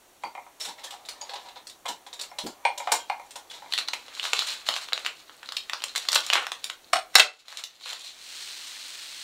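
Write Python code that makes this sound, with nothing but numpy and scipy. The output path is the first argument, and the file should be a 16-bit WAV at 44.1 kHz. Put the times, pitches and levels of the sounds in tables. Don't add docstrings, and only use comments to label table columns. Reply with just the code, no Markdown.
import sys
import numpy as np
from scipy import signal
from scipy.fft import rfft, irfft
from scipy.io import wavfile
from scipy.ndimage import uniform_filter1d, map_coordinates

SR = 44100
rng = np.random.default_rng(int(sys.argv[2]) if len(sys.argv) > 2 else 0)


def rack_gain(trim_db):
    fader = np.asarray(trim_db, float)
    return 10 ** (fader / 20)


def transcribe(u):
    v = np.clip(np.atleast_2d(u).T, -1, 1)
    q = np.round(v * 32767).astype(np.int16)
    wavfile.write(sys.argv[1], SR, q)


N = 407043

# f/Hz, level/dB (per Hz)
HARD_CRACK = [(590, -3), (1000, -9), (1670, -5.5), (2900, -2.5), (3990, 3.5), (4810, -6), (7000, -14.5),
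              (15400, -100)]
# f/Hz, level/dB (per Hz)
BRIGHT_TOP = [(3240, -26), (5500, -1), (6420, -6), (7090, 0), (11900, -14), (15200, -19), (16200, -24.5)]


def unit(x):
    return x / np.sqrt(np.mean(x ** 2) + 1e-20)


def along(points, hz):
    f, v = np.transpose(points)
    return np.interp(np.log(hz + 1), np.log(f + 1), v)


def curves(rows):
    s, *cols = np.transpose(rows)
    return [np.interp(np.arange(N) / SR, s, c, left=-120, right=-120) for c in cols]


def colour(points):
    hz = np.fft.rfftfreq(4096, 1 / SR)
    cepstrum = irfft(np.log(rack_gain(along(points, hz)) + 1e-5))
    cepstrum[1:2048] *= 2
    cepstrum[2049:] = 0
    response = irfft(np.exp(rfft(cepstrum)))[:2048]
    return response / np.linalg.norm(response)


def body(modes, swell_s=0.0001):
    t = np.arange(SR // 4) / SR
    response = np.zeros(len(t))
    for k, (hz, width, db) in enumerate(modes):
        ring = np.exp(-np.pi * width * t) * np.sin(2 * np.pi * hz * t)
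        response += (-1) ** k * rack_gain(db) * ring
    response *= 1 - np.exp(-t / swell_s)
    return response / np.linalg.norm(response)


def through(x, response):
    return signal.oaconvolve(x, response)[:N]


def bursts(times, db, length, blow=0):
    length = np.clip(length * np.ones(len(times)), .002, .3)[:, None]
    t = np.arange(SR // 6 if length.max() > .05 else SR // 20) / SR
    shape = (1 - np.exp(-(t + 1 / SR) / (2.94 * length ** 2))) * rack_gain(-60 * t / length)
    rows = rng.standard_normal((len(times), len(t))) * shape
    rough_db = 4.5 * rng.standard_normal((len(times), len(t) // 70 + 1))
    rows *= rack_gain(np.repeat(rough_db, 70, axis=1)[:, :len(t)])
    rows[:, 0] += blow * np.linalg.norm(rows, axis=1) * np.exp(-(length[:, 0] / 0.061) ** 2)
    energy = np.linalg.norm(shape, axis=1) / np.linalg.norm(rows, axis=1)
    rows *= (rack_gain(np.asarray(db)) * energy)[:, None]
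    where = np.round(np.asarray(times) * SR).astype(int)[:, None] + np.arange(len(t))
    return np.bincount(where.ravel(), rows.ravel(), N + SR)[:N]


def grains(per_s, spread_db, clump_db):
    size = rack_gain(spread_db * rng.exponential(size=N))
    clicks = (rng.random(N) < per_s / SR) * rng.standard_normal(N) * size
    clump_hz = 60
    steps = rng.standard_normal(int(N * clump_hz / SR) + 4)
    clumps = map_coordinates(steps, [np.arange(N) * clump_hz / SR])
    return unit(clicks * rack_gain(clump_db * clumps))


def contacts(rows, low, middle, length, low_db, mid_db, top_db):
    s, db, low_rel, top_rel = np.transpose(rows)[:4]
    knock = through(bursts(s, db + low_rel + low_db, length, blow=1.8), low)
    crack = through(bursts(s, db + mid_db, length, blow=.8), colour(middle))
    top = through(bursts(s, db + top_rel + top_db, length + 0.0027), colour(BRIGHT_TOP))
    return knock + crack + top


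def with_top(rows, top_db, bite=0):
    s, db, low_rel = np.transpose(rows)[:3]
    return np.c_[s, db, low_rel, top_db + bite * (db - db.mean())]


def ring_steel(out, s, modes, db):
    t = np.arange(SR // 7) / SR
    for hz, level, t60 in modes:
        drift = np.cumsum(rng.normal(0, 0.064, len(t)))
        decay = rack_gain(db + level + rng.normal(0, 0.98) - 60 * t / t60)
        tone = decay * np.sin(2 * np.pi * hz * t + drift)
        out[round(s * SR):][:len(t)] += tone * (1 - np.exp(-t / 0.00071))


def short_notes(rows, note_db, cycles, blur):
    s, db, hz = np.transpose(rows)[:, :, None]
    t = np.arange(SR // 25) / SR
    waver = np.cumsum(blur * rng.standard_normal((len(rows), len(t))), axis=1)
    tones = rack_gain(db + note_db - 60 * t * hz / cycles) * np.sin(2 * np.pi * hz * t + waver)
    where = np.round((s + 0.001195) * SR).astype(int) + np.arange(len(t))
    return np.bincount(where.ravel(), tones.ravel(), N)[:N]


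def room_tone():
    # t/s, level/dB
    ride = [
        (0, -74.5),
        (3.7, -74),
        (7.14, -74.5),
        (7.27, -90),
        (7.6, -82.5),
        (8.4, -75.5),
        (9.23, -77),
    ]
    # f/Hz, level/dB (per Hz)
    hush_colour = [(180, -26.5), (300, 1.5), (600, 10), (1790, 1.5), (4490, -0.5), (5040, -8.5),
                   (5570, 0.5), (16200, -7)]
    # f/Hz, level/dB (per Hz)
    hum_colour = [(12, -38), (20, 0.5), (48, -8.5), (198, -9), (275, -3), (400, -3.5), (520, -29),
                  (880, -120)]
    hush = rack_gain(16.5) * through(rng.standard_normal(N), colour(hush_colour))
    hum = rack_gain(6.0) * through(rng.standard_normal(N), colour(hum_colour))
    return rack_gain(curves(ride)[0]) * (hush + hum)


def drawer():
    # t/s, slide level/dB, rumble level/dB
    sliding = [
        (0.0, -72, -74),
        (1.35, -36, -43),
        (1.63, -96, -61),
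        (2.75, -75, -50),
        (2.84, -31, -65),
        (3.36, -53, -55.5),
        (3.7, -33, -56),
    ]
    # t/s, peak level/dB, wood rel.
    # level/dB, top rel. level/dB
    drawer_knocks = [(0.224, -46, -17, -16), (0.236, -36, 8, -10), (0.351, -45, 11.5, -12),
                     (0.3776, -51, 17.5, -18), (0.4648, -56.5, 13, -20), (0.843, -30, -25, -8),
                     (0.907, -30, -23, -7), (1.054, -38.5, -34, -8), (1.087, -25, -36, -8.5),
                     (1.2136, -32, -8.5, -14), (1.294, -27, -19, -20), (1.336, -26, -9.5, -16),
                     (1.357, -25.5, -14, -31), (1.559, -34, -15, -26), (1.669, -40, -42, 1), (1.697, -43, -46, 1),
                     (1.8568, -29, -1, -11), (2.065, -34.5, -11, -12), (2.131, -30, -21, -10.5),
                (2.193, -27.5, -24, -10.5), (2.2108, -27.5, -20, -2.5), (2.236, -30, -19, -29),
                (2.315, -46.5, 6.5, -13), (2.3855, -20, -17.5, -11), (2.465, -29, -8, -6),
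                (2.6514, -18.5, 2, -31), (2.777, -24.5, -17, -5.5), (2.8012, -40, 9.5, -17),
                (2.873, -31, 11.5, -13), (2.9184, -11.5, -7, -2.5), (3.0985, -27.5, 5.5, -12.5),
                (3.197, -51, 13.5, 0), (3.308, -34, -34, -7), (3.357, -28, -11, -7.5),
                (3.499, -39, -26, -6), (3.5116, -27, -30, -18), (3.621, -49.5, 9, -25), (3.66, -50, 9, -24)]
    # t/s, peak level/dB, wood rel. level/dB, length/s
    scrapes = [(0.598, -21, -39, 0.11), (0.613, -42.5, 0, 0.18), (0.6421, -30.5, -10, 0.11),
               (0.6457, -22.5, -25, 0.074), (0.6817, -26.5, -13.5, 0.056), (0.775, -32, -12.5, 0.1),
               (0.835, -24.5, -18, 0.077), (0.922, -31, -7.5, 0.067), (1.308, -41, -1, 0.082),
               (1.366, -30, -25, 0.36), (1.441, -33.5, -6, 0.14), (1.487, -34, -36, 0.027),
               (1.565, -35.5, -6.5, 0.056), (1.8807, -22, -13.5, 0.059), (1.887, -24, -11, 0.019),
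               (2.86, -46, -17, 0.15), (3.533, -28, -19, 0.12)]
    # t/s, f/Hz, level/dB, t60/s
    pings = [(0.246, 4600, -39.5, 0.087), (0.607, 5400, -34, 0.14), (0.63, 5360, -35, 0.1),
             (3.101, 4300, -29, 0.02), (0.852, 3200, -32, 0.034), (1.212, 6700, -27, 0.031),
             (1.215, 4740, -38, .07), (0.876, 1790, -41, 0.04), (2.3, 5400, -49, 0.054),
             (2.47, 7200, -45, .1), (2.651, 8500, -34.5, 0.094), (2.652, 10400, -58, 0.099),
             (2.652, 11000, -53, 0.13), (2.781, 7500, -45, 0.062), (2.922, 7170, -27, 0.15),
             (3.0, 3230, -41.5, 0.1), (3.308, 8400, -44, 0.055), (3.5, 3420, -33.5, 0.042)]
    # t/s, peak level/dB, f/Hz
    ticks = [(0.6058, -30, 4140), (0.6118, -22, 5400), (0.7849, -35, 2100), (0.8442, -32, 3240),
             (0.9076, -28, 3450), (1.0508, -30, 3780), (1.0867, -18.5, 4420), (1.2154, -22, 4800),
             (1.2947, -26, 4200), (1.3346, -30, 4170), (1.4928, -33, 3540), (1.5526, -44, 4010),
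             (1.5716, -31, 3850), (1.6694, -25.5, 4400), (1.6973, -28, 3830), (1.8529, -28, 1100),
             (1.8629, -19.5, 3330), (2.065, -35, 3380), (2.1283, -23, 4020), (2.1972, -21, 3850),
             (2.2131, -18, 4370), (2.3857, -23.5, 4260), (2.468, -20.5, 4440)]
    # f/Hz, width/Hz, level/dB
    wood_modes = [(600, 70, -2.5), (710, 220, 4), (751, 130, 5), (862.3, 70, 10), (888, 260, 24),
                  (920, 60, 10.5), (1090, 470, 3), (1374, 240, 6.5), (1674, 405, 11.5)]
    # f/Hz, width/Hz, level/dB
    tray_modes = [(1450, 460, 4), (1670, 230, 2.5), (1950, 360, -24), (2134, 27, -6.5), (2480, 210, 3),
                  (2360, 430, 14), (2424, 88, 4.5), (2750, 450, 0), (3260, 1000, 7)]

    knocks = np.array(drawer_knocks)
    s, db, wood_rel = knocks.T[:3]
    rows = np.r_[knocks, with_top(scrapes, top_db=-15.5, bite=0.86)]
    knock_s = np.where(wood_rel > 0, 0.012, 0.035)
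    length = np.r_[knock_s, np.transpose(scrapes)[3]]
    out = contacts(rows, body(wood_modes, swell_s=0.0019), HARD_CRACK, length,
                   low_db=10.0, mid_db=0.0, top_db=5.5)

    tray_db = db + wood_rel - 6.5 + 0.99 * np.minimum(wood_rel, 0) + 0.23 * (db + 30.5)
    out += through(bursts(s, tray_db + 10.5, 0.0086, blow=1.0), body(tray_modes))

    for ping_s, hz, ping_db, t60 in pings:
        ring_steel(out, ping_s, [(hz, ping_db, t60)], 0)
    out += short_notes(ticks, note_db=-4, cycles=41, blur=0.095)

    slide_db, rumble_db = curves(sliding)
    rub = grains(per_s=4000, spread_db=2, clump_db=2)
    slide = through(rub, colour(HARD_CRACK)) + rack_gain(-11.0) * through(rub, colour(BRIGHT_TOP))
    rumble = through(rng.standard_normal(N), body(wood_modes))
    return out + rack_gain(slide_db - 20.5) * slide + rack_gain(rumble_db - 8.0) * rumble


def room(x):
    # f/Hz, t60/s
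    decay = [(200, 0.3), (1000, 0.23), (4000, 0.2), (12000, 0.16)]
    step, size, count = 1024, 16384, 24
    hz, t, z = signal.stft(rng.standard_normal((count, size - 2 * step)), SR, nperseg=256)
    fading = z * rack_gain(-60 * t / along(decay, hz)[:, None])
    tails = rfft(signal.istft(fading, SR, nperseg=256)[1], size)
    usual = uniform_filter1d(np.abs(tails).mean(0), 99)
    even = usual / uniform_filter1d(np.abs(tails), 30, axis=1)
    tails = tails * even / np.sqrt(np.mean(np.abs(tails) ** 2))
    starts = np.arange(N // step) * step
    moments = np.pad(x, (0, 2 * step))[starts[:, None] + np.arange(2 * step)]
    moments = moments * signal.get_window("hann", 2 * step)
    answers = irfft(rfft(moments, size) * tails[np.arange(len(starts)) % count], size)
    out = np.zeros(N + 2 * size)
    for start, answer in zip(starts + 90, answers):
        out[start:][:size] += answer
    return out[:N]


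def cabinet():
    # t/s, peak level/dB
    thumps = [(0.244, -19.5), (0.659, -17.5), (1.892, -16), (3.653, -28), (3.78, -24), (3.809, -29),
              (3.931, -24.5), (6.16, -24), (6.341, -23), (6.93, -18.5), (7.153, -20.5), (7.199, -25),
              (2.433, -3), (2.458, -12), (2.917, -15.5), (4.686, -20)]
    # f/Hz, level/dB (per Hz)
    frame = [(50, -18.5), (130, -10.5), (200, -2.5), (300, 4), (450, -1), (900, -28.5)]
    s, db = np.transpose(thumps)
    return through(bursts(s, db - 15.5, 0.13), colour(frame))


def packet():
    # t/s, level/dB
    rustle = [
        (3.65, -66),
        (4.23, -28),
        (4.38, -31),
        (5.35, -45.5),
        (6.3, -29.5),
        (6.79, -51),
        (7.62, -48.5),
        (8.2, -42.5),
    ]
    # t/s, peak level/dB, belly rel. level/dB
    lift_snaps = [(3.7235, -14, -24), (3.7363, -8.5, -47), (3.778, -10, -19.5), (3.7868, -9.5, -16.5),
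                  (3.812, -33, -2), (3.877, -22, -27), (3.8866, -14, -17), (3.935, -23, -0.5),
                  (4.082, -28.5, -10), (4.1964, -18, -29), (4.2412, -22.5, -10), (4.2529, -13.5, -13.5),
                  (4.3328, -6, -13.5), (4.3915, -6.5, -23), (4.4204, -34, -3), (4.668, -27, -9),
                  (4.6878, -6.5, -13.5), (4.7393, -12.5, -17.5), (4.7637, -16, -11.5), (4.8865, -28.5, -6),
                  (4.9233, -27, -1.5), (4.9327, -13.5, -22), (4.9772, -18, -8), (5.0487, -19, -12),
                  (5.0625, -14, -14)]
    # t/s, peak level/dB, belly rel. level/dB, top rel. level/dB
    cut_snaps = [(5.2952, -38, -6.5, -31), (5.43, -32.5, -5, -15), (5.458, -33, -22, -11),
                 (5.4888, -18.5, -16.5, -20), (5.5216, -19.5, -14, -11.5), (5.569, -9.5, -40, -14.5),
                 (5.6967, -19.5, -7, -12), (5.7334, -10.5, -15.5, -32), (5.8207, -21, -14.5, -16),
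                 (5.8388, -11.5, -19, -8.5), (5.9521, -22, -8, -10), (5.9592, -14.5, -42, -5.5),
                 (5.978, -17, -16, -4), (6.052, -31, -6.5, -8), (6.0864, -8.5, -17.5, -13),
                 (6.118, -18, -35, 0), (6.13, -8, -19.5, -10), (6.147, -12.5, -34, -0.5),
                 (6.1558, -7, -14.5, -6), (6.1592, -1, -13, -23), (6.2042, -20, -22, -8),
                 (6.2648, -21, -40, -3.5), (6.301, -10, -14, -20), (6.3333, -2, -14.5, -16.5),
                 (6.3549, -11, -5.5, -30), (6.4676, -22, -4, -5.5), (6.5184, -12.5, -14.5, -15),
                 (6.6421, -12.5, -31, -6.5), (6.6995, -17, -13, -14), ]
    # t/s, peak level/dB, belly rel. level/dB
    open_snaps = [(7.4825, -30.5, -13), (7.526, -31.5, -6.5), (7.5719, -21, -29), (7.6378, -16.5, -36),
                  (7.811, -39, -11), (8.008, -33, -22), (7.859, -35, -2), (7.878, -40, -4),
                  (7.9307, -21, -16)]
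    # t/s, peak level/dB, belly rel. level/dB, length/s
    scrunches = [(3.7, -26, -8, 0.12), (3.74, -25, -39, 0.11), (3.792, -21, -12, 0.041),
                 (3.933, -12.5, -24, 0.029), (4.207, -11, -31, 0.3), (4.228, -10, -11, 0.14),
                 (4.266, -23, -33, 0.24), (4.342, -5.5, -25, 0.25), (4.381, -10, -12, 0.36),
                 (4.461, -5.5, -19, 0.15), (4.49, -10.5, -12.5, 0.18), (4.659, -11, -22, 0.16),
                 (4.751, -13, -14, 0.092), (4.809, -17, -11, 0.1), (4.933, -17, -28, 0.32),
                 (5.053, -16, -8, 0.07), (5.548, -32, -32, 0.048), (5.73, -24, -17, 0.035),
                 (5.961, -10, -22, 0.051), (6.119, -10.5, -10.5, 0.08), (6.329, -6, -5.5, 0.038),
                 (6.348, -12.5, 7.5, 0.094), (6.408, -24.5, 7, 0.12), (6.637, -29.5, 0, 0.084),
                 (7.478, -19.5, -6.5, 0.45), (7.575, -20, -7, 0.082), (7.849, -8.5, -10.5, 0.28),
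                 (7.803, -16.5, -20, 0.3), (7.984, -19.5, -37, 0.15), (8.032, -15, -25, 0.2)]
    # f/Hz, level/dB (per Hz)
    belly_colour = [(150, -77.5), (250, -9), (517, -7.5), (949, -5), (1100, -1.5), (2700, -4), (3510, -9),
                    (5940, -120)]
    # f/Hz, level/dB (per Hz)
    sheet_colour = [(1300, -22.5), (2200, -7.5), (3300, -1), (4150, 5), (4600, -3.5), (5000, -10),
                    (7000, -14), (9500, -71)]

    lifted = with_top(lift_snaps, top_db=-19.5, bite=.4)
    creases = np.r_[lifted, cut_snaps, with_top(open_snaps, top_db=-10)]
    snaps = contacts(creases, colour(belly_colour), sheet_colour, length=0.0083,
                     low_db=8.5, mid_db=-3.5, top_db=1.0)
    handfuls = with_top(scrunches, top_db=-16, bite=-0.19)
    scrunch = contacts(handfuls, colour(belly_colour), sheet_colour, np.transpose(scrunches)[3],
                       low_db=-1.5, mid_db=-5.5, top_db=3.5)
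    crackle = grains(per_s=2500, spread_db=1.9, clump_db=4)
    sheet = through(crackle, colour(sheet_colour)) + rack_gain(-8.5) * through(crackle, colour(BRIGHT_TOP))
    belly = rack_gain(-4.5) * through(grains(per_s=1500, spread_db=2, clump_db=2), colour(belly_colour))
    return snaps + scrunch + rack_gain(curves(rustle)[0] - 14.5) * (sheet + belly)


def panels():
    # t/s, peak level/dB, f/Hz
    panel_notes = [(3.725, -12, 4040), (3.737, -14.5, 1850), (3.778, -36, 4000), (3.786, -17, 4000),
                   (3.886, -41, 3470), (3.884, -6.5, 4270), (3.934, -18, 1000), (4.086, -36, 4240),
                   (4.172, -30, 1090), (4.196, -9, 2880), (4.229, -11, 3670), (4.25, -13, 3850),
                   (4.331, -7, 2560), (4.392, -14, 3470), (4.421, -16.5, 1440), (4.472, -27, 3370),
                   (4.667, -22, 3980), (4.688, 0, 3970), (4.737, -25, 3920), (4.764, -14, 4300),
                   (4.817, -23, 4250), (4.886, -20, 3930), (4.933, -30, 1960), (4.931, 0, 3860),
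                   (4.977, -24, 4050), (5.047, -26, 4090), (5.062, -5.5, 3070),
                   (5.294, -36, 1390), (5.366, -32, 8430), (5.395, -35, 4100), (5.431, -30, 1670),
                 (5.459, -25, 4000), (5.488, -37, 3310), (5.488, -36, 3910), (5.521, -21, 4500),
                 (5.566, -11, 3960), (5.696, -13.5, 1910), (5.733, -8, 3470), (5.803, -23, 2980),
                 (5.819, -29, 3740), (5.839, -17, 3770), (5.959, -10.5, 2150), (5.959, -23, 3770),
                 (5.978, -19, 4240), (6.087, -1.5, 4270), (6.128, -26, 3800), (6.129, -2, 4270),
                 (6.144, -7, 4020), (6.16, -18, 3920), (6.264, -26, 4310), (6.3, -2, 2950),
                 (6.334, -16, 3700), (6.469, -22, 1600), (6.518, -11, 3650), (6.628, -39, 4080),
                 (6.642, -22, 4000), (6.697, -20, 4080), (6.844, -31.5, 4120), (6.873, -37.5, 3520)]
    return short_notes(panel_notes, note_db=-5, cycles=21, blur=0.07)


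def scissors():
    # t/s, peak level/dB, table rel. level/dB, top rel. level/dB, blade ring rel. level/dB
    drops = [
        (6.9300, -24.5, 5, -0.5, -9.5),
        (6.9318, -15, 1.5, -13, -1.5),
        (6.9335, -33, -4.5, -11, -12),
        (6.9400, -18, -6, -12, -8.5),
        (6.9564, -23, 1.5, -8, -4.5),
        (6.9672, -19.5, -11, -17, -6.5),
        (6.988, -28, -5, -12.5, -10.5),
    ]
    clashes = [
        (7.1436, -34, -8.5, -9, -22.5),
        (7.1537, -2.5, -8.5, -1.5, -2.5),
        (7.1556, -7.5, -5.5, -12.5, -8.5),
        (7.1614, -6.5, -14.5, -17, -20),
        (7.1638, -12.5, -10.5, -15.5, -14),
        (7.1712, -19.5, -12.5, -11.5, -13.5),
        (7.179, -18, -12.5, -10.5, -12.5),
        (7.184, -13, -7, -7.5, -10.5),
        (7.1895, -17.5, -13, -8.5, -10.5),
    ]
    slaps = [
        (7.1963, -7, -11.5, -8, -4),
        (7.1997, -2, -24, -14, -8.5),
        (7.2031, -2, -20.5, -24.5, -22),
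        (7.212, -20, -1, -11.5, -17),
    ]
    # f/Hz, width/Hz, level/dB
    table_modes = [(660, 29, -2), (757, 26, 0), (920, 210, 0), (1100, 90, -1.5), (1238, 37, -1.5),
                   (1390, 60, -1.5), (1570, 70, -7.5), (1739, 61, -6.5), (2027, 56, -1), (2230, 100, -2.5)]
    # f/Hz, width/Hz, level/dB
    edge_modes = [(756, 80, -8.5), (1270, 280, 5), (1570, 160, -1.5), (1910, 200, 2.5), (2180, 170, -6),
                  (2580, 540, 9.5)]
    # f/Hz, level/dB, t60/s
    shut_blades = [(2470, -6, 0.056), (2917, -5.5, 0.058), (3450, -25.5, .08), (3770, -15, 0.096),
                   (4334, -8, 0.089), (4570, -20, .05), (5430, -2, 0.035), (6780, -25.5, .05),
                   (8506, -12, 0.095), (9600, -14, .06)]
    # f/Hz, level/dB, t60/s
    open_blades = [(2025, -2.5, 0.038), (3790, -8.5, .06), (4010, 0, 0.063), (4090, -8.5, 0.049),
                   (4300, -3.5, .055), (5370, -2, 0.05), (6035, -22, .05), (7040, -12, .038),
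                   (7500, -28, .05), (8500, -14, 0.05)]
    # f/Hz, level/dB, t60/s
    loose_blade = [(2250, -5.5, 0.046), (2664, 2.5, 0.044), (3050, -7, 0.046), (3234, -2, .06),
                   (3700, -11, .06), (3960, -7, 0.062), (4300, -2.5, .05), (7140, -16.5, .05),
                   (8600, -23.5, .05)]

    out = contacts(drops, body(table_modes), HARD_CRACK, length=0.019, low_db=10.5, mid_db=2.0, top_db=4.5)
    out += contacts(clashes + slaps, body(edge_modes), HARD_CRACK, length=0.0076,
                    low_db=12.0, mid_db=1.5, top_db=4.5)
    for rows, modes in (drops, shut_blades), (clashes, open_blades), (slaps, loose_blade):
        for s, db, _, _, ring_db in rows:
            ring_steel(out, s, modes, db + ring_db)
    return out


def crumbs():
    # t/s, level/dB
    pour = [
        (8.1, -59),
        (8.25, -43.5),
        (8.41, -38.5),
        (8.6, -40.5),
        (9.23, -40.5),
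    ]
    # f/Hz, level/dB (per Hz)
    grain_colour = [(180, -48), (900, -11.5), (3600, 0.5), (4200, 3.5), (4800, -3), (9300, -9),
                    (10200, -17.5), (16200, -22)]
    stream = grains(per_s=11000, spread_db=-2.0, clump_db=0.2)
    return rack_gain(curves(pour)[0]) * through(stream, colour(grain_colour))


def scene():
    far, foil, pops, steel = drawer(), packet(), panels(), scissors()
    sent = rack_gain(0.5) * far + rack_gain(-2.0) * foil + rack_gain(-5) * pops + rack_gain(-6.5) * steel
    struck = far + foil + pops + steel + room(sent)
    low_cut = signal.butter(4, 503, "high", fs=SR, output="sos")
    struck = signal.sosfilt(low_cut, struck)
    return (room_tone() + struck + cabinet() + crumbs())[None]


def top_cut(x):
    return signal.sosfilt(signal.butter(12, 16380, fs=SR, output="sos"), x)


def record(dry):
    squeezed = dry - dry / (1 + np.abs(dry / .78) ** 6) ** (1 / 6)
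    no_bass = signal.butter(2, 350, "high", fs=SR, output="sos")
    full = dry - signal.sosfilt(no_bass, squeezed)
    band_limit = signal.ellip(8, .5, 60, 15700, fs=SR, output="sos")
    full = signal.sosfilt(band_limit, full)
    return top_cut(full)


dry = scene()
out = record(dry)
transcribe(out)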